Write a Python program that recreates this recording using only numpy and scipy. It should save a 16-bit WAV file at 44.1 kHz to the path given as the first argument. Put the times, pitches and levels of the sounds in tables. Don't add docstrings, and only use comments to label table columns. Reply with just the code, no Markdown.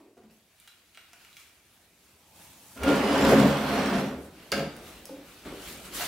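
import sys
import numpy as np
from scipy import signal
from scipy.fft import rfft, irfft, next_fast_len
from scipy.io import wavfile
from scipy.ndimage import uniform_filter1d, map_coordinates

SR = 44100
rng = np.random.default_rng(int(sys.argv[2]) if len(sys.argv) > 2 else 0)


def unload_audio(sound):
    columns = np.transpose(np.atleast_2d(sound))
    steps = np.round(np.clip(columns, -1, 1) * 32767)
    wavfile.write(sys.argv[1], SR, steps.astype(np.int16))


def magnitude_from_level(level_db):
    exponent = np.asarray(level_db, float) / 20
    return 10 ** exponent


N = 267687
TOP_HZ = 15800

# pitch_hz, level_db (per Hz)
AIR = [(15, -37), (25, -21), (76, 5.5), (206, -5), (309, -10), (560, -16), (641, -1), (1400, -18),
       (2480, -9.5), (5430, -14), (12200, -14.5), (14800, -22), (16000, -14)]
# pitch_hz, likeness (0 to 1)
ALIKE = [(60, .997), (180, .994), (350, .975), (700, .88), (1400, .76), (2800, .5), (5600, .33),
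         (11000, .22)]
# pitch_hz, time to fall 60 dB t60_s
ROOM = [(100, 0.39), (500, 0.49), (2000, 0.62), (6000, 0.45), (14000, 0.36)]
# pitch_hz, width_hz, level_db
BENCH = [(141, 13.5, -8.5), (207, 21, -1), (220.9, 5.1, 2.5), (259, 26.3, -1.5), (291, 25, -6),
         (330, 30, -9.5), (420, 44, -7.5), (547, 31, 0.5), (700, 59, -10), (827, 30, -7)]
# pitch_hz, width_hz, level_db
LEGS = [(72.5, 4, 10.5), (71, 9.8, -7.5)]

# start_s, peak_db, pitch_hz, contact_t60_s
THUDS = [(.001, -46.5, 333, 0.15), (.002, -52, 610, 0.14), (.003, -60.5, 900, .2), (.17, -65, 1400, .12),
         (.04, -53, 330, .2), (.075, -52, 332, 0.22), (.002, -66, 2450, .3), (.168, -54, 650, 0.04),
         (.169, -48, 420, 0.041), (.176, -48.5, 252, 0.1), (.215, -51, 333, 0.11), (.235, -48, 207, 0.14),
         (.298, -58.5, 2720, .06), (.298, -60, 4480, .01), (.974, -56, 700, .02), (1.133, -53.5, 715, .008),
         (4.524, -32, 360, 0.044), (4.57, -31, 433, .08), (4.578, -31, 648, .05), (4.59, -33, 149, 0.16),
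         (4.625, -32, 376, 0.11), (5.091, -43, 830, 0.064), (5.094, -35.5, 530, 0.053),
         (5.104, -37, 290, 0.11), (5.165, -45.5, 540, 0.048), (5.17, -45, 281, 0.18),
         (5.451, -47, 784, .04), (5.458, -36.5, 232.5, 0.053), (5.54, -44, 320, 0.03),
         (5.997, -31.5, 740, 0.11)]
# start_s, peak_db, pitch_hz, width_hz
KNOCK = (5.526, -30, 330, 330)

# peak_s (loudest moment), rise_s, fall_s, wood_db, sleeve_over_wood_db
STROKES = [(.31, 0.012, 0.43, -69.5, 1.5), (.64, 0.12, 0.46, -63, -1), (1.0, 0.13, 0.54, -62, -3),
           (1.22, 0.069, 0.38, -59, -4), (1.4, 0.056, 0.14, -59, 1.5), (1.73, 0.16, 0.29, -65, 0),
           (2.06, 0.25, 0.34, -64.5, -0.5), (2.421, 0.13, .3, -57.5, 2.5), (2.76, 0.33, 0.16, -58.5, 5),
           (4.25, 0.075, 0.039, -69, 13.5), (4.399, 0.17, 1, -56, -4), (4.88, 0.16, 0.3, -51.5, -2.5),
           (5.3, 0.13, 0.69, -55, -2.5), (5.465, 0.013, 0.66, -50, -9), (5.69, .1, 0.14, -44.5, -0.5),
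           (5.86, 0.037, 0.048, -48, -1.5), (5.95, 0.016, 0.14, -42.5, 5.5), (6.02, 0.055, 0.18, -32.5, -5)]
# peak_s (loudest moment), rise_s, fall_s, level_db
SHOVES = [(.3, .01, 0.19, -66), (.8, 0.088, 0.33, -73), (1.2, 0.48, 0.86, -71.5), (2.0, 1, .3, -70),
          (2.4, 0.13, 0.18, -58.5), (2.76, 0.63, .03, -59.5), (4.2, 0.1, 0.46, -48.5),
          (4.8, 0.17, 0.47, -48.5), (5.2, 0.11, 0.37, -57), (5.465, 0.012, 0.16, -41),
          (5.7, 0.23, 1, -48.5), (5.97, 0.068, .3, -45.5)]
# pitch_hz, level_db (per Hz)
WOOD = [(590, -15), (1000, -8.5), (1270, -3.5), (1420, -4.5), (2330, -3), (2750, -3), (4680, -8.5),
        (6500, -18), (8450, -19), (14300, -120)]
# pitch_hz, level_db (per Hz)
CLOTH = [(2350, -35), (4000, -8), (5940, -4), (12300, -3.5), (15200, -7.5), (15700, -7)]
# pitch_hz, level_db (per Hz)
SHUFFLE = [(24, -40), (45, -3), (70, -4), (123, -10), (182, -1.5), (214, -4), (307, -2.5), (628, -9),
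           (1300, -17.5), (1690, -21), (2860, -120)]
# pitch_hz, level_db (per Hz)
NUDGE = [(24, -41), (40, -25.5), (65, -5), (97, -8.5), (243, -4.5), (423, -12.5), (747, -12), (852, -6),
         (1300, -25), (1690, -40), (2860, -120)]

# start_s, clack_db, snap_over_clack_db, clack_hz, contact_t60_s
TICKS = [(.6753, -45.5, -19, 1630, 0.037), (.675, -43, -28, 3870, 0.041), (.948, -41.5, -27, 2800, .002),
         (.9525, -44, -27, 2800, .003), (0.974, -32, -19, 2360, 0.0027), (1.133, -37, -7, 2400, 0.002),
         (1.1372, -41, -12, 2700, .004), (1.2483, -43, -23, 2800, 0.015), (1.329, -41.5, -24, 2850, 0.0067),
         (1.368, -36, -15, 3200, 0.02), (1.497, -49.5, -13, 1700, .006), (2.7748, -38.5, -7, 1460, 0.018),
         (2.834, -25, -3, 1420, 0.028), (3.2497, -19, -11, 1520, 0.0059), (5.451, -41.5, -25, 1290, 0.11)]
# start_s, level_db
SNAPS = [
    (0.6, -39.5),
    (2.9575, -30.5),
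    (4.766, -37),
    (5.0554, -28),
    (5.853, -37),
]
# pitch_hz, width_hz, level_db
TOOL = [(1330, 47, 9), (1500, 63, 11.5), (2270, 410, 2), (2746, 49, 9.5), (2850, 63, 9), (3350, 120, 10.5),
        (4000, 110, -1), (4470, 30, 0)]
# delay_s, level_db
BOUNCE = (.0043, -11)

# time_s, level_db
DRAG = [
    (2.76, -54.5),
    (2.88, -28.5),
    (3.02, -30.5),
    (3.31, -24.5),
    (3.55, -31),
    (3.66, -31.5),
    (3.76, -29),
    (3.98, -31.5),
    (4.3, -59.5),
]
# middle_s, half_length_s, extra_drone_db, bench_note_hz
JUDDERS = [
    (2.92, 0.093, 4.5, 267),
    (3.291, 0.023, 3, 232),
    (3.414, 0.1, 9, 224),
    (3.625, 0.12, -2, 250),
    (3.943, 0.068, -3.5, 226.5),
    (4.13, 0.19, 7.5, 260),
]
# peak_s (loudest moment), rise_s, fall_s, level_db
LURCHES = [
    (2.825, .015, 0.066, -33.5),
    (3.245, 0.02, .12, -35),
    (3.438, 0.019, .05, -35),
    (3.722, 0.024, 0.046, -47),
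    (4.17, 0.066, 0.1, -48),
]
# pitch_hz, level_db (per Hz)
SCRAPE = [(210, -41), (350, -10), (467, -10), (550, -6), (639, -6.5), (1180, -10.5), (1370, -13),
          (1620, -13.5), (3260, -19.5), (7000, -50), (9100, -51), (15400, -120)]
# pitch_hz, level_db (per Hz)
GRIT = [(2350, -13), (4000, -2.5), (4280, -2), (5770, -7.5), (6290, -9), (11300, -15.5), (15700, -21)]
# pitch_hz, level_db, flare_s, flare_half_length_s
ANVIL = [(1330, -15.6, 3.31, 0.1), (1410, -3, 2.87, 0.1), (1410, -12, 3.3, .08), (1523, -11.1, 3.3, 0.1),
         (1803, -15.8, 3.44, 0.15), (2051, -19.9, 3.15, 0.26), (2331, -20.4, 2.95, 0.15),
         (2649, -22.9, 3.83, 0.53), (2930, -14, 3.07, 0.13), (3295, -22.6, 3.54, 0.29),
         (3555, -23.5, 3.36, 0.17)]
# pitch_hz, level_db, flare_s, flare_half_length_s
SQUEAL = [(4155, -23.0, 4.01, 0.08), (4155, -22.5, 3.74, 0.13), (4263, -22.6, 3.69, 0.12),
          (4941, -26.0, 3.96, 0.08), (4941, -24.9, 3.76, 0.1), (4941, -22.8, 3.3, 0.12),
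          (4984, -22.7, 3.11, 0.24), (5577, -26.0, 3.21, 0.1), (5577, -23.5, 3.84, 0.08),
          (5598, -27.5, 3.21, 0.09), (5598, -23.3, 3.85, 0.09), (5749, -20.1, 4.06, 0.08),
          (5835, -26.6, 3.75, 0.2), (6556, -29.2, 3.34, 0.12), (7256, -29.8, 3.32, 0.08),
          (7332, -32.0, 3.51, 0.15), (7332, -28.9, 4.11, 0.18), (7332, -26.2, 3.23, 0.07),
          (8204, -33.9, 3.04, 0.12), (8204, -32.5, 3.81, 0.05), (8204, -26.1, 3.49, 0.16),
          (8505, -33.7, 3.95, 0.11), (8505, -32.9, 3.69, 0.38), (9237, -31.3, 3.07, 0.09),
          (9237, -25.9, 4.14, 0.15), (9388, -34.1, 3.64, 0.09), (9388, -29.9, 3.38, 0.07),
          (10002, -37.1, 3.48, 0.11), (10002, -34.1, 3.72, 0.12), (10002, -32.8, 3.02, 0.15),
          (10885, -34.9, 3.58, 0.08), (11283, -27.6, 4.07, 0.1), (11283, -26.9, 3.3, 0.09),
          (11283, -23.1, 3.69, 0.08), (12037, -34.8, 3.97, 0.13), (12037, -25.1, 3.5, 0.15),
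          (12112, -34.4, 3.35, 0.07), (12112, -32.5, 3.64, 0.09), (12639, -35.3, 3.54, 0.16),
          (13662, -37.6, 3.7, 0.1), (13910, -37.9, 3.7, 0.1), (13910, -37.7, 3.34, 0.12),
          (14696, -35.5, 3.27, 0.07), (14696, -32.7, 3.68, 0.09), (14696, -32.5, 4.14, 0.1),
          (15202, -35.8, 3.72, 0.12), (15557, -36.6, 3.56, 0.06), (15557, -35.5, 3.87, 0.09),
          (15557, -35.0, 4.13, 0.06), (15557, -33.3, 3.28, 0.07)]
# pitch_hz, level_db, flare_s, flare_half_length_s
BOARDS = [(143, -6, 2.96, 0.082), (200, 3.5, 3.46, .05), (410, -7.5, 3.17, 0.17), (143, -1, 3.43, 0.091),
          (143, -2.5, 4.14, 0.11), (200, 0, 3.96, .06), (258.7, 2, 3.38, 0.056), (286.8, 4.5, 2.9, 0.055),
          (285, -1.5, 3.14, 0.09), (365, -7.5, 3.95, .07), (540, -1.5, 2.91, 0.076), (540, -6, 3.3, .04),
          (689, -7, 3.75, 0.075), (690, -7, 3.95, 0.085)]
# pitch_hz, lean_db
LEAN = [(60, 0), (380, 0), (700, -.5), (1290, -1.5), (2380, -2.5), (4400, -1.5), (8120, -1.5),
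        (15000, -2.5)]

# start_s, peak_db, snap_db, bench_db, pitch_hz
KNIFE = [
    (4.5187, -14.5, -30, -13, 4200),
    (4.524, -16, -46, -19, 1500),
    (4.5352, -26, -34, -8, 1460),
    (4.5664, -30.5, -11, -2, 1560),
    (4.5768, -28.5, -11, -3, 1590),
    (4.5949, -30, -45, -1.5, 2900),
]
# pitch_hz, width_hz, level_db
BLADE = [(1230, 170, 1), (1460, 74, 11), (1590, 110, 8), (1744, 40, 6), (2053, 70, 7.5), (2280, 88, 8.5),
         (2870, 140, 8), (3010, 110, 4), (3400, 200, 1), (4280, 170, -5), (4770, 550, 6), (6050, 110, -29),
         (7000, 190, -11), (9200, 77, -16)]


def unit(x):
    return x / np.sqrt(np.mean(x ** 2) + 1e-20)


def along(points, hz):
    f, value = np.transpose(points)
    return np.interp(np.log(hz + 1), np.log(f + 1), value)


def shape(spectrum):
    return lambda hz: magnitude_from_level(along(spectrum, hz))


def filtered(x, response):
    m = next_fast_len(N + SR // 2)
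    return irfft(rfft(x, m) * response(np.fft.rfftfreq(m, 1 / SR)), m)[..., :N]


def modes(table):
    def response(f):
        total = 0
        for k, (hz, width, db) in enumerate(table):
            total = total + (-1) ** k * magnitude_from_level(db) * 1j * f * width / (hz * hz - f * f + 1j * f * width)
        return total
    return response


def near(table, hz, share, fill_db):
    return lambda f: (modes(table)(f) + magnitude_from_level(fill_db)) * modes([(hz, share * hz, 0)])(f)


def snap(f):
    return (1j * f / (4500 + 1j * f)) ** 2 / (1 + 1j * f / 15000) ** 3


def add(x, start_s, peak_db, t60_s, response):
    t = np.arange(8192) / SR
    push = magnitude_from_level(-60 * t / t60_s) * rng.standard_normal(len(t))
    push[0] = 3
    spectrum = rfft(push, 2 * len(t)) * response(np.fft.rfftfreq(2 * len(t), 1 / SR))
    hit = irfft(spectrum)[:len(t)]
    part = x[round(start_s * SR):][:len(t)]
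    part += (magnitude_from_level(peak_db) * hit / np.abs(hit).max())[:len(part)]


def wobble(rate):
    knots = rng.standard_normal(int(N * rate / SR) + 4)
    return map_coordinates(knots, [np.arange(N) * rate / SR])


def stereo(colour, rough_db, rate, patchy_db, size):
    rough = rng.standard_normal((2, N)) * magnitude_from_level(rough_db * wobble(rate))
    z = signal.stft(rough, nperseg=512)[2]
    field = uniform_filter1d(rng.standard_normal(z.shape[1:]), size=4, axis=0)
    field = uniform_filter1d(field, size=size, axis=1)
    pair = signal.istft(z * magnitude_from_level(patchy_db * unit(field)), nperseg=512)[1][:, :N]

    def spread(hz):
        turn = np.arccos(np.clip(along(ALIKE, hz), -1, 1)) / 2
        return colour(hz) * (hz < TOP_HZ) * np.array([np.cos(turn), np.sin(turn)])

    mid, side = filtered(pair, spread)
    return unit(np.array([mid + side, mid - side]))


def steady(x, seconds):
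    power = uniform_filter1d(np.mean(x ** 2, axis=0), size=int(seconds * SR))
    return x / np.sqrt(np.abs(power) + 1e-3)


def swells(rows):
    t = np.arange(0, N, 32) / SR
    power = 0
    for start_s, rise_s, fall_s, db in rows:
        away = np.maximum((start_s - t) / rise_s, (t - start_s) / fall_s)
        power = power + magnitude_from_level(2 * (db - 10 * away))
    return np.interp(np.arange(N) / SR, t, np.sqrt(power))


def air():
    return magnitude_from_level(-69.5) * stereo(shape(AIR), rough_db=-2.5, rate=7.52, patchy_db=-2.0, size=8)


def thuds():
    x = np.zeros(N)
    for start_s, db, hz, t60_s in THUDS:
        own = near([(hz, .1 * hz, 0)], hz, .8, fill_db=-20)
        bench = near(BENCH, hz, .6, fill_db=-20)
        add(x, start_s, db, t60_s, lambda f: own(f) + magnitude_from_level(-12) * bench(f))
    start_s, db, hz, width_hz = KNOCK
    add(x, start_s, db, .001, lambda f: modes([(hz, width_hz, 0)])(f) ** 2)
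    return np.array([x, x])


def brushing():
    wood = swells([row[:4] for row in STROKES])
    wood = wood * stereo(shape(WOOD), rough_db=0.5, rate=83, patchy_db=2.0, size=12)
    cloth = swells([(s, rise, fall, db + over) for s, rise, fall, db, over in STROKES])
    cloth = cloth * stereo(shape(CLOTH), rough_db=1.0, rate=420, patchy_db=2.0, size=8)
    hand = steady(stereo(shape(SHUFFLE), rough_db=1.0, rate=44, patchy_db=1.5, size=8), seconds=0.041)
    foot = steady(stereo(shape(NUDGE), rough_db=-2.0, rate=46, patchy_db=-1.5, size=8), seconds=0.047)
    creep = np.abs(np.arange(N) / SR - 2.5) < .3
    return wood + cloth + swells(SHOVES) * np.where(creep, foot, hand)


def ticks():
    x = np.zeros(N)
    body_db = -28
    dry_snaps = [(s, db + body_db, -body_db, 3200, 0.0095) for s, db in SNAPS]
    for start_s, db, snap_db, hz, t60_s in TICKS + dry_snaps:
        add(x, start_s, db + snap_db, t60_s, snap)
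        add(x, start_s, db, t60_s, near(TOOL, hz, 1.2, fill_db=-1))
    delay_s, echo_db = BOUNCE
    x = x + magnitude_from_level(echo_db) * np.roll(x, round(delay_s * SR))
    return x * magnitude_from_level([[-.4], [.4]])


def steel(table, rate, idle_db, spread):
    x = np.zeros((2, N))
    span = slice(int(DRAG[0][0] * SR), int(DRAG[-1][0] * SR))
    t = np.arange(N)[span] / SR
    knots = np.arange(t[0], t[-1] + 1 / rate, 1 / rate)
    for hz in sorted({row[0] for row in table}):
        size = (3, len(knots))
        a = rng.standard_normal(size) + 1j * rng.standard_normal(size)
        phase = np.exp(1j * np.cumsum(a[0].real))
        drift = np.array([np.interp(t, knots, phase + spread * a[side]) for side in (1, 2)])
        flares = [row[1:] for row in table if row[0] == hz]
        fed = 0
        for db, flare_s, half_s in flares:
            flare = np.exp(-.5 * ((t - flare_s) / (.7 * half_s)) ** 2)
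            fed = fed + magnitude_from_level(db) * (magnitude_from_level(idle_db) / len(flares) + flare)
        x[:, span] += fed * np.real(drift * np.exp(2j * np.pi * hz * t))
    return x


def anvil():
    t = np.arange(N) / SR
    drag_s, drag_db = np.transpose(DRAG)
    scrape_db = np.interp(t, drag_s, drag_db, left=-120, right=-120)

    free_hz = 270
    bench_db, note_hz = scrape_db + 1.5, free_hz
    for start_s, half_s, extra_db, hz in JUDDERS:
        bite = np.exp(-.5 * ((t - start_s) / half_s) ** 2)
        bench_db = bench_db + bite * extra_db
        note_hz = note_hz + bite * (hz - free_hz)
    edge = np.clip((note_hz - 215) / 60, 0, 1) * np.pi / 2
    deep = stereo(near(BENCH, 221, 0.59, fill_db=-16.5), rough_db=2.5, rate=41, patchy_db=-4.5, size=8)
    high = stereo(near(BENCH, 286, 0.69, fill_db=-15), rough_db=1.5, rate=51, patchy_db=1.5, size=8)
    bench = magnitude_from_level(bench_db) * steady(np.cos(edge) * deep + np.sin(edge) * high, seconds=0.054)

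    rocking = np.hypot(magnitude_from_level(scrape_db - 18), swells(LURCHES))
    legs = stereo(modes(LEGS), rough_db=2, rate=21, patchy_db=0.5, size=8)
    legs = rocking * steady(legs, seconds=0.066)

    scrape = stereo(shape(SCRAPE), rough_db=0.5, rate=170, patchy_db=1.0, size=12)
    scrape += .88 * steel(ANVIL, rate=35, idle_db=-9, spread=.58)
    scrape += 1.05 * steel(SQUEAL, rate=28, idle_db=-12, spread=.7)
    scrape += 1.4 * steel(BOARDS, rate=45, idle_db=-30, spread=.08)

    grit_db = -13 - 30 + 1.08 * (scrape_db + 30)
    grit = magnitude_from_level(grit_db) * stereo(shape(GRIT), rough_db=2.0, rate=260, patchy_db=1.5, size=6)

    total = bench + legs + magnitude_from_level(scrape_db) * scrape + grit
    return filtered(total, lambda hz: magnitude_from_level(np.outer([.5, -.5], along(LEAN, hz))))


def knife():
    x = np.zeros(N)
    for start_s, db, snap_db, bench_db, hz in KNIFE:
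        wood_db = db + bench_db
        add(x, start_s, db + snap_db, .012, snap)
        add(x, start_s, db - 1.5, .025, near(BLADE, hz, 0.68, fill_db=-2))
        add(x, start_s, db - 10, .06, near([(2400, 3600, 0)], 2400, 1.6, fill_db=-30))
        add(x, start_s, wood_db + 2.5, .08, near(BENCH, 620, 0.37, fill_db=-5))
        add(x, start_s, wood_db + 0.5, .2, near(BENCH, 195, 0.93, fill_db=-22.5))
        add(x, start_s, wood_db - 19, .15, modes(LEGS))
    return x * magnitude_from_level([[-.6], [.6]])


def room(x):
    wet, step = np.zeros((2, N + 2 * SR)), SR // 3
    for i in range(0, N, step):
        hz, t, z = signal.stft(rng.standard_normal((2, SR * 3 // 5)), SR, nperseg=256)
        turn = np.arccos(np.clip(along(ALIKE, hz), -1, 1))[:, None] / 2
        z = np.cos(turn) * z[0] + np.sin(turn) * z[1] * [[[1]], [[-1]]]
        dying = magnitude_from_level(-60 * t / along(ROOM, hz)[:, None])
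        tail = signal.istft(z * dying, SR, nperseg=256)[1]
        part = signal.fftconvolve(x[None, i:i + step], tail / np.linalg.norm(tail[0]), axes=1)
        start = i + 150
        wet[:, start:start + part.shape[1]] += part
    return wet[:, :N]


def scene():
    quiet, bump, rub = air(), thuds(), brushing()
    small, drag, blade = ticks(), anvil(), knife()
    sent = magnitude_from_level(-0.5) * bump + magnitude_from_level(-0.5) * small + magnitude_from_level(-1.0) * blade
    tail = filtered(room(sent.mean(axis=0)), lambda hz: hz < TOP_HZ)
    return quiet + bump + rub + small + drag + blade + tail


def roll_off(x):
    return signal.sosfilt(signal.butter(12, 16800, fs=SR, output="sos"), x)


def record(dry):
    mix = filtered(dry, lambda hz: hz < 16600)
    return roll_off(mix)


dry = scene()
out = record(dry)
unload_audio(out)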